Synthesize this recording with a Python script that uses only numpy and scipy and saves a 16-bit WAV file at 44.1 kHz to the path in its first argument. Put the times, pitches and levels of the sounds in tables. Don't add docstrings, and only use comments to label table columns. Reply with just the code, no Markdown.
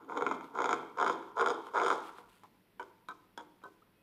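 import sys
import numpy as np
from scipy import signal
from scipy.fft import rfft, irfft
from scipy.io import wavfile
from scipy.ndimage import uniform_filter1d

SR = 44100
rng = np.random.default_rng(int(sys.argv[2]) if len(sys.argv) > 2 else 0)


def invert_db(level):
    return 10 ** (np.asarray(level, dtype=float) / 20)


def wrap_up_sound(samples):
    columns = np.atleast_2d(samples).T
    tamed = np.clip(columns, -1, 1)
    steps = np.round(tamed * 32767).astype(np.int16)
    wavfile.write(sys.argv[1], SR, steps)


N = 177458

# (start [s], end [s], pressure [dB], dry skin [dB], release [dB/s])
STROKES = [
    (.005, 0.053, -19.5, -96.5, 208),
    (0.093, 0.332, -5, -71.5, 122),
    (0.549, 0.749, -5, -67.5, 110),
    (0.976, 1.123, -3, -67, 111.5),
    (1.367, 1.517, -2.5, -66.5, 115.5),
    (1.743, 1.933, -3.5, -60, 118),
]
# (peak time [s], peak level [dB], wall minus peak [dB])
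SLIPS = [(.1227, -31, -30), (.1717, -23, -24), (.1752, -22, -15), (.2107, -24, -27), (.2232, -19, -21),
         (.2659, -18, -21), (.3132, -18, -22), (.5762, -29, -22), (.5888, -20, -23), (.6016, -24, -26),
         (.6048, -20, -19), (.6202, -21, -14), (.6433, -19, -15), (.6583, -20, -12), (.6927, -17, -17),
         (.7091, -24, -12), (.7175, -26, -14), (.73, -16, -14), (.9868, -22, -24), (1.0007, -20, -18),
         (1.0066, -25, -28), (1.0135, -20, -15), (1.0179, -24, -23), (1.0272, -16, -20), (1.0328, -24, -24),
         (1.0461, -22, -15), (1.0646, -18, -19), (1.0773, -25, -11), (1.0808, -21, -17), (1.098, -18, -18)]
# (peak time [s], peak level [dB], wall minus peak [dB])
LATE_SLIPS = [(1.3707, -28, -27), (1.3796, -24, -24), (1.3885, -22, -21), (1.3968, -18, -22),
              (1.4016, -22, -18), (1.41, -17, -18), (1.4147, -18, -17), (1.4272, -18, -24),
              (1.444, -27, -18), (1.4617, -18, -15), (1.4737, -20, -18), (1.4859, -26, -8),
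              (1.4975, -26, -14), (1.5041, -20, -13), (1.7494, -22, -27), (1.7588, -19, -24),
              (1.7682, -20, -21), (1.7765, -18, -22), (1.7861, -18, -24), (1.8, -19, -19),
              (1.8166, -19, -19), (1.8223, -23, -28), (1.8355, -23, -11), (1.848, -25, -11),
              (1.8633, -19, -14), (1.869, -24, -11), (1.8825, -19, -13), (1.9033, -17, -16),
              (1.9138, -18, -17), (1.9274, -18, -22)]
# (time [s], peak level [dB], belly re peak [dB], wall re peak [dB])
STICKS = [(0.091, -43, -4, -34), (0.0982, -30, -13, -38), (0.41, -35, -37, -18), (0.444, -41, -2, -15),
          (0.5527, -35.5, -5, -16), (0.831, -41.5, 2.5, -22), (0.9744, -32.5, -38, -18),
          (1.129, -41.5, 1, -1), (1.2265, -39.5, -4.5, -18.5), (1.669, -37, -5, -12),
          (1.6872, -39.5, -22, -33), (1.738, -32, -33, -29), (2.019, -43, -9, -26), (2.0929, -34, -30, -21),
          (2.141, -56, -10, -20), (2.1851, -36.5, -9.5, -20.5), (2.8074, -40.5, -2, -20),
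          (2.821, -52.5, 3.5, -22), (2.829, -45, -21, -7.5), (3.098, -50, -9, -20),
          (3.1114, -40.5, -11.5, -15), (3.395, -46, -14, -9), (3.402, -44, -20, -15), (3.41, -42, -9, -12),
          (3.629, -55, -16, -11)]
# (frequency [Hz], width [Hz], level [dB])
BODY = [(965, 60, -45), (1009, 101.5, 9.5), (1003.7, 122, 13), (1322, 190, -2), (1332, 61, 4),
        (1404, 100, -4.5), (1360, 46, -12), (2168, 260, -17.5)]
# (frequency [Hz], width [Hz], level [dB])
WALL = [(3157, 154, -1), (3528, 467, 0.5), (4994, 460, -7.5), (5575, 138, -10.5), (5960, 260, -11),
        (6450, 310, -3.5), (6840, 200, -2.5), (7360, 660, -13.5), (8530, 230, -5), (10900, 1700, -20)]
# (frequency [Hz], width [Hz], level [dB])
BELLY = [(146.5, 16, -13.5), (265.3, 61, -11), (335.7, 23.2, -2.5), (405, 42, 1.5), (473, 47.4, 6.5),
         (676.5, 97, -3)]
# (from [s], low belly [dB], 2.2 kHz ring [dB], 8.5 kHz ring [dB], 5 kHz ring [dB])
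GRIPS = [
    (0, 7.5, 6.6, -5, -4),
    (.53, 4, 6.4, -14, -1.5),
    (.95, 2, 2.2, -7, 1.5),
    (1.35, -1.5, 1.2, -1, 3),
    (1.72, -0.5, 2.6, -1, 2.5),
]
# (low edge [Hz], high edge [Hz])
GRIP_BANDS = [
    (120, 340),
    (1900, 2600),
    (8100, 9300),
    (4500, 5700),
]
# (frequency [Hz], width [Hz])
NULLS = [(585, 18.3), (770, 38), (1150, 49), (1860, 153), (2720, 80), (4600, 94), (6200, 650), (8150, 1440)]
# (time [s], peak level [dB], crack [dB], contact [s], belly re peak [dB], after-ring re peak [dB])
TAPS = [
    (2.435, -42, -71, 0.025, -17, -25),
    (2.796, -32, -65.5, 0.031, -15, -26.5),
    (3.086, -31, -61.5, 0.038, -25.5, -24.5),
    (3.376, -32, -61.5, 0.036, -24, -22.5),
    (3.618, -54, -88, 0.029, -24, -29),
    (3.637, -41, -69.5, 0.028, -10, -21),
    (3.655, -42.5, -95, 0.033, -31.5, -32),
]
# (frequency [Hz], width [Hz], level [dB])
TAP_RINGS = [
    [(1000, 170, 8.5), (3400, 31, -7), (4730, 76, -26)],
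    [(490, 13, -10), (949, 19.5, 6), (1220, 43, -8.5), (1510, 32, -3), (2316, 42, -17), (3040, 66, -17)],
    [(330, 99, -11.5), (690, 23, -10), (1023, 35, 3), (1274, 38, 4), (1540, 25, 0.5), (2380, 94, -17),
     (3210, 41, -19), (3810, 56, -9.5)],
    [(366, 66, -4.5), (949, 26, 5), (1311, 15, 3), (1554, 53, -5.5), (3380, 41, -3.5), (5200, 75, -13),
     (6300, 54, -17), (7140, 65, -19.5)],
    [(406, 100, -1), (1040, 210, 0), (2440, 240, -8)],
    [(409, 62, -1.5), (1020, 46, 0), (1152, 16, 4), (1275, 25, 5.5), (1527, 15, 8), (3160, 25, -15),
     (3850, 56, -14)],
    [(387, 81, 4), (1020, 64, 5), (1300, 32, 1), (1470, 42, 0)],
]
# (frequency [Hz], width [Hz], level [dB])
AFTER_RING = [(887, 14, 4.5), (1010, 17, -1.5), (304, 4.3, 2.5), (346, 3.6, 6.5)]
# (time [s], length [s], level [dB], brightness [dB])
BRUSHES = [
    (0.436, .02, -66, -4),
    (1.658, 0.018, -65, -4),
    (2.043, 0.043, -62, -3),
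    (2.165, 0.039, -66.5, -2.5),
    (2.297, 0.087, -70, -0.5),
    (2.443, .025, -75, -6),
]
# (start [s], end [s], start frequency [Hz], end frequency [Hz], level [dB])
TONES = [
    (3.818, 3.832, 1186, 1340, -58),
    (3.923, 4.098, 2541, 2543, -75.5),
]
# (delay [s], level [dB])
ECHOES = [(.003, -24), (.0086, -14), (0.0106, -18), (0.0126, -14)]
# (low edge [Hz], t60 [s], level [dB])
ROOM = [(145.6, 0.64, -3), (427, 0.35, -2.5), (743, 0.67, -5), (1012, 0.7, -13), (1690, 0.54, -8),
        (2700, 0.67, -9.5), (4370, 0.11, -26.5), (9000, 0.2, -23.5)]
# (frequency [Hz], density [dB per Hz])
AIR = [(25, -11), (45, -0.5), (70, -19), (100, -5.5), (200, 0), (400, -4.5), (1000, -14), (2000, -14.5),
       (3300, -19), (5700, -27.5), (6300, -39.5), (8000, -32.5), (11800, -22.5), (15400, -27.5)]
# (frequency [Hz], level [dB])
HUM = [(101, -79.5), (189, -77.5)]
# (stroke start [dB], stroke end [dB], share of release, rest [dB], share of skin dryness)
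CREEP_BODY, CREEP_WALL = (-39.5, -50.5, 0.65, -91.5, 0.02), (-70, -61, 2.33, -102.5, 0.5573)
CREEP_BELLY, CREEP_LOW_BELLY = (-45, -54, 1.5, -94.5, 0.0657), (-58.5, -50, 1.04, -94.5, -0.3454)

SNAP_HZ, SNAP_S = 1182, 0.0005
REBOUND_S, REBOUND_DB, REBOUND_SCATTER_DB = 0.0032, -10, 2.5
CHATTER_DB, CHATTER_SCATTER_DB = -31.5, 1.5
STICK_S, STICK_DB = 0.0085, -11
WALL_START_DB, WALL_END_DB, WALL_SCATTER_DB = -23, -11.5, 0.5
BELLY_DB, BELLY_FOLLOWS = -30, 0.22
BELLY_MOST_DB = -5.5
BELLY_TILT_START_DB, BELLY_TILT_END_DB = 5.5, -6
GRAB_DB_PER_S = 1501.5
USUAL_SKIN_DB = -76
TAP_CREEP_DB, TAP_CREEP_FADE_DB_PER_S = -56, 48
TAP_SKIN_DB, TAP_SKIN_FADE_DB_PER_S = -42, 104.5
SKIN_REST_DB, SKIN_START_DB, SKIN_FADE_DB_PER_S = -94, -6, 72
BRUSH_RISE_DB_PER_S, BRUSH_FADE_DB_PER_S = 597, 302
THUD_S, SLIP_THUD_DB, TAP_THUD_DB = 0.0014, -42, -28
THUD_GROWTH_DB_PER_S = 2
AIR_DB = -70.5


def unit(x):
    return x / np.sqrt(np.mean(x ** 2))


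def band(x, lo_hz, hi_hz):
    sos = signal.butter(2, [lo_hz, min(hi_hz, 0.45 * SR)], "band", fs=SR, output="sos")
    return signal.sosfilt(sos, x)


def add(out, s, y):
    i = max(int(s * SR), 0)
    out[i:i + len(y)] += y[:N - i]


def swell(start, end, start_db, end_db, rise_db_s, fade_db_s):
    t = np.arange(N) / SR
    held = np.interp(t, [start, end + 1e-3], [start_db, end_db])
    before, after = np.maximum(start - t, 0), np.maximum(t - end, 0)
    return invert_db(held - rise_db_s * before - fade_db_s * after)


def ring(modes, scatter_db, detune, rise_s):
    hz, width, db = np.array(modes, float).T[:, :, None]
    level_luck, pitch_luck = rng.standard_normal((2, len(modes), 1))
    t = np.arange(8192 if width.min() < 20 else 4096) / SR
    sign = (-1.) ** np.arange(len(modes))[:, None]
    decay = width * np.exp(-np.pi * width * t)
    waves = np.sin(2 * np.pi * hz * (1 + detune * pitch_luck) * t)
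    y = (sign * invert_db(db + scatter_db * level_luck) * decay * waves).sum(0)
    y = y * (1 - np.exp(-t / rise_s))
    return y / np.abs(y).max()


def knock(scatter_db, detune):
    u = np.arange(4096) / SR / SNAP_S
    hz = SNAP_HZ * (1 + 0.046 * rng.standard_normal())
    snap = u ** 2 * np.exp(-u) * np.sin(2 * np.pi * hz * u * SNAP_S)
    y = snap + invert_db(-11.5) * ring(BODY, scatter_db, detune, 0.00024)
    return y / np.abs(y).max()


def progress(s):
    start, end = np.array(STROKES)[:, :2].T
    k = max(np.searchsorted(start, s) - 1, 0)
    return np.clip((s - start[k]) / (end[k] - start[k]), 0, 1)


def slip_rows(count=7):
    big = np.array(SLIPS + LATE_SLIPS)
    scatter = rng.standard_normal(big.shape) * [0.0004, REBOUND_SCATTER_DB, 2.5]
    again = big + [REBOUND_S, REBOUND_DB, -2.5] + scatter
    small = []
    for start, end, pressure_db, *_ in STROKES:
        for k, (place, size, bright) in enumerate(rng.standard_normal((count, 3))):
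            u = (k + 0.5 + 0.3 * place) / count
            s = start + (end - start) * u
            wait = big[:, 0] - s
            next_slip_s = np.where(wait > 0, wait, 9).min()
            hush_db = STICK_DB * np.exp(-next_slip_s / STICK_S)
            db = CHATTER_DB + pressure_db + hush_db + CHATTER_SCATTER_DB * size
            wall_db = WALL_START_DB + (WALL_END_DB - WALL_START_DB) * u + WALL_SCATTER_DB * bright
            small.append((s, db, wall_db))
    rows = []
    for s, db, wall_db in np.concatenate([big, again, small]):
        belly_db = min(BELLY_DB + BELLY_FOLLOWS * (db + 21) - db, BELLY_MOST_DB)
        rows.append((s, db, belly_db, wall_db))
    return rows


def slips():
    out, modes = np.zeros(N), np.array(BELLY)
    octaves = np.log2(modes[:, 0] / 400)
    for s, db, belly_db, wall_db in slip_rows() + STICKS:
        body = knock(2.5, 0.012)
        wall = ring(WALL, 2.5, 0.012, 0.0008)
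        tilt_db = np.interp(progress(s), [0, 1], [BELLY_TILT_START_DB, BELLY_TILT_END_DB]) * octaves
        belly = ring(modes + np.outer(tilt_db, [0, 0, 1]), 3.0, 0.025, 0.0007)
        add(out, s - 0.001, invert_db(db - 2.5) * body + invert_db(db + wall_db) * wall)
        add(out, s - 0.001, invert_db(db + belly_db - 5.0) * belly)
    return out


def grains(rate, spread_db):
    when, sign, size = rng.random(N), rng.standard_normal(N), rng.exponential(size=N)
    return unit((when < rate / SR) * sign * invert_db(spread_db * np.minimum(size, 4)))


def pressure(start_db, end_db, share, rest_db, dry):
    rub, settle = 0, 0
    for start, end, db, skin_db, fade in STROKES:
        dryness = invert_db(dry * (skin_db - USUAL_SKIN_DB))
        rub = rub + dryness * swell(start, end, db + start_db, db + end_db, GRAB_DB_PER_S, share * fade)
    for s, db, *_ in TAPS:
        settle = settle + swell(s, s, db, db, GRAB_DB_PER_S, TAP_CREEP_FADE_DB_PER_S)
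    return rub + invert_db(TAP_CREEP_DB + rest_db - CREEP_BODY[3]) * settle + invert_db(rest_db)


def creep():
    body = signal.fftconvolve(grains(900, 1.5), ring(BODY[:-1], 0, 0, 0.0004))[:N]
    push = grains(500, 1.5)
    low_belly = signal.fftconvolve(push, ring(BELLY[:3], 0, 0, 0.001))[:N]
    belly = signal.fftconvolve(push, ring(BELLY[3:], 0, 0, 0.001))[:N]
    wall = signal.fftconvolve(grains(900, 2.5), ring(WALL, 0, 0, 0.0004))[:N]
    out = pressure(*CREEP_BODY) * unit(body) + pressure(*CREEP_WALL) * unit(wall)
    return out + pressure(*CREEP_BELLY) * unit(belly) + pressure(*CREEP_LOW_BELLY) * unit(low_belly)


def grip(x):
    rows = np.array(GRIPS)
    stroke = np.maximum(np.searchsorted(rows[:, 0], np.arange(N) / SR) - 1, 0)
    change = 0
    for k, (lo_hz, hi_hz) in enumerate(GRIP_BANDS):
        change = change + (invert_db(rows[stroke, k + 1]) - 1) * band(x, lo_hz, hi_hz)
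    return x + change


def radiate(x):
    for hz, width in NULLS:
        x = 0.22 * x + 0.82 * signal.lfilter(*signal.iirnotch(hz, hz / width, SR), x)
    return x


def taps():
    out, t = np.zeros(N), np.arange(4096) / SR
    for (s, db, crack_db, contact_s, belly_db, after_db), modes in zip(TAPS, TAP_RINGS):
        shake, crack = rng.standard_normal((2, len(t)))
        shake = invert_db(-26.0) * band(shake, 150, 2700) * np.exp(-t / 0.039) * (t < contact_s)
        shake[0] = 1
        damped = np.array(modes) * [1, 1.55, 1]
        add(out, s, invert_db(db) * signal.fftconvolve(shake, ring(damped, 0, 0, 0.000067)))
        add(out, s, invert_db(db + belly_db) * ring(BELLY, 7.4, 0.035, 0.0029))
        add(out, s, invert_db(db + after_db) * ring(AFTER_RING, 2.0, 0.015, 0.039))
        burst = crack * (np.exp(-t / 0.0034) - np.exp(-t / 0.00076))
        add(out, s, invert_db(crack_db + 12.5) * band(burst, 1800, 12500))
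    return out


def skin():
    rub, land, dull, bright = np.zeros((4, N))
    for start, end, _, db, _ in STROKES:
        rub += swell(start, end, db + SKIN_START_DB, db, GRAB_DB_PER_S, SKIN_FADE_DB_PER_S)
    for s, db, *_ in TAPS:
        land += swell(s, s, db, db, 5000, TAP_SKIN_FADE_DB_PER_S)
    for s, length, db, up in BRUSHES:
        brush = swell(s, s + length, db, db, BRUSH_RISE_DB_PER_S, BRUSH_FADE_DB_PER_S)
        dull += brush
        bright += invert_db(up) * brush
    rustle = unit(band(grains(3000, 0.71), 1200, 7300))
    crackle = grains(2500, 1.5)
    shift = dull * unit(band(crackle, 1400, 4500))
    shift = shift + invert_db(-3.5) * bright * unit(band(crackle, 3700, 12000))
    return (rub + invert_db(TAP_SKIN_DB) * land + invert_db(SKIN_REST_DB)) * rustle + shift


def thuds():
    out, u = np.zeros(N), np.arange(2048) / SR / THUD_S
    bump = u * np.exp(-u)
    for s, db, _ in SLIPS + LATE_SLIPS:
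        add(out, s, invert_db(db + SLIP_THUD_DB + THUD_GROWTH_DB_PER_S * s) * bump)
    for s, db, *_ in TAPS:
        add(out, s, invert_db(db + TAP_THUD_DB) * bump)
    return band(out, 32.5, 220)


def tones():
    out = np.zeros(N)
    for start, end, from_hz, to_hz, db in TONES:
        length = (end - start) * SR
        u = np.arange(int(length)) / length
        phase = 2 * np.pi * np.cumsum(from_hz + (to_hz - from_hz) * u) / SR
        add(out, start, invert_db(db) * np.sin(np.pi * u) * np.sin(phase))
    return out


def room(x):
    t, tail = np.arange(SR) / SR, 0
    for (lo_hz, t60, db), (hi_hz, *_) in zip(ROOM, ROOM[1:] + [(16000,)]):
        fade = np.exp(-np.log(1000) * t / t60) * (1 - np.exp(-t / 0.0037))
        noise = band(rng.standard_normal(SR), lo_hz, hi_hz)
        tail = tail + invert_db(db) * noise * fade / np.sqrt(np.sum(fade ** 2))
    return signal.fftconvolve(x, tail)[:N]


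def air():
    hz, db = np.array(AIR).T
    f = np.fft.rfftfreq(N, 1 / SR)
    colour = invert_db(np.interp(np.log(f + 1), np.log(hz), db)) * (f > 18) * (f < 15450)
    hiss = invert_db(AIR_DB) * unit(irfft(rfft(rng.standard_normal(N)) * colour, N))
    wobble = 1 + 0.11 * unit(uniform_filter1d(rng.standard_normal(N), size=2000))
    hum = sum(invert_db(level) * np.sin(2 * np.pi * tone_hz * np.arange(N) / SR) for tone_hz, level in HUM)
    return hiss + wobble * hum


def scene():
    open_air = grip(slips() + creep())
    touch = taps() + tones() + skin()
    rub = radiate(open_air)
    near = rub + touch
    for delay_s, db in ECHOES:
        add(near, delay_s, invert_db(db) * rub)
    to_room = 0.26 * rub + 1.27 * open_air + invert_db(-5) * band(touch, 140, 3700)
    heard = near + room(to_room)
    heard = band(band(heard, 170, 20000), 97, 15000)
    return (heard + thuds() + air())[None]


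def roll_off(x):
    return signal.sosfilt(signal.butter(12, 16070, fs=SR, output="sos"), x)


def record(dry):
    return roll_off(dry)


dry = scene()
out = record(dry)
wrap_up_sound(out)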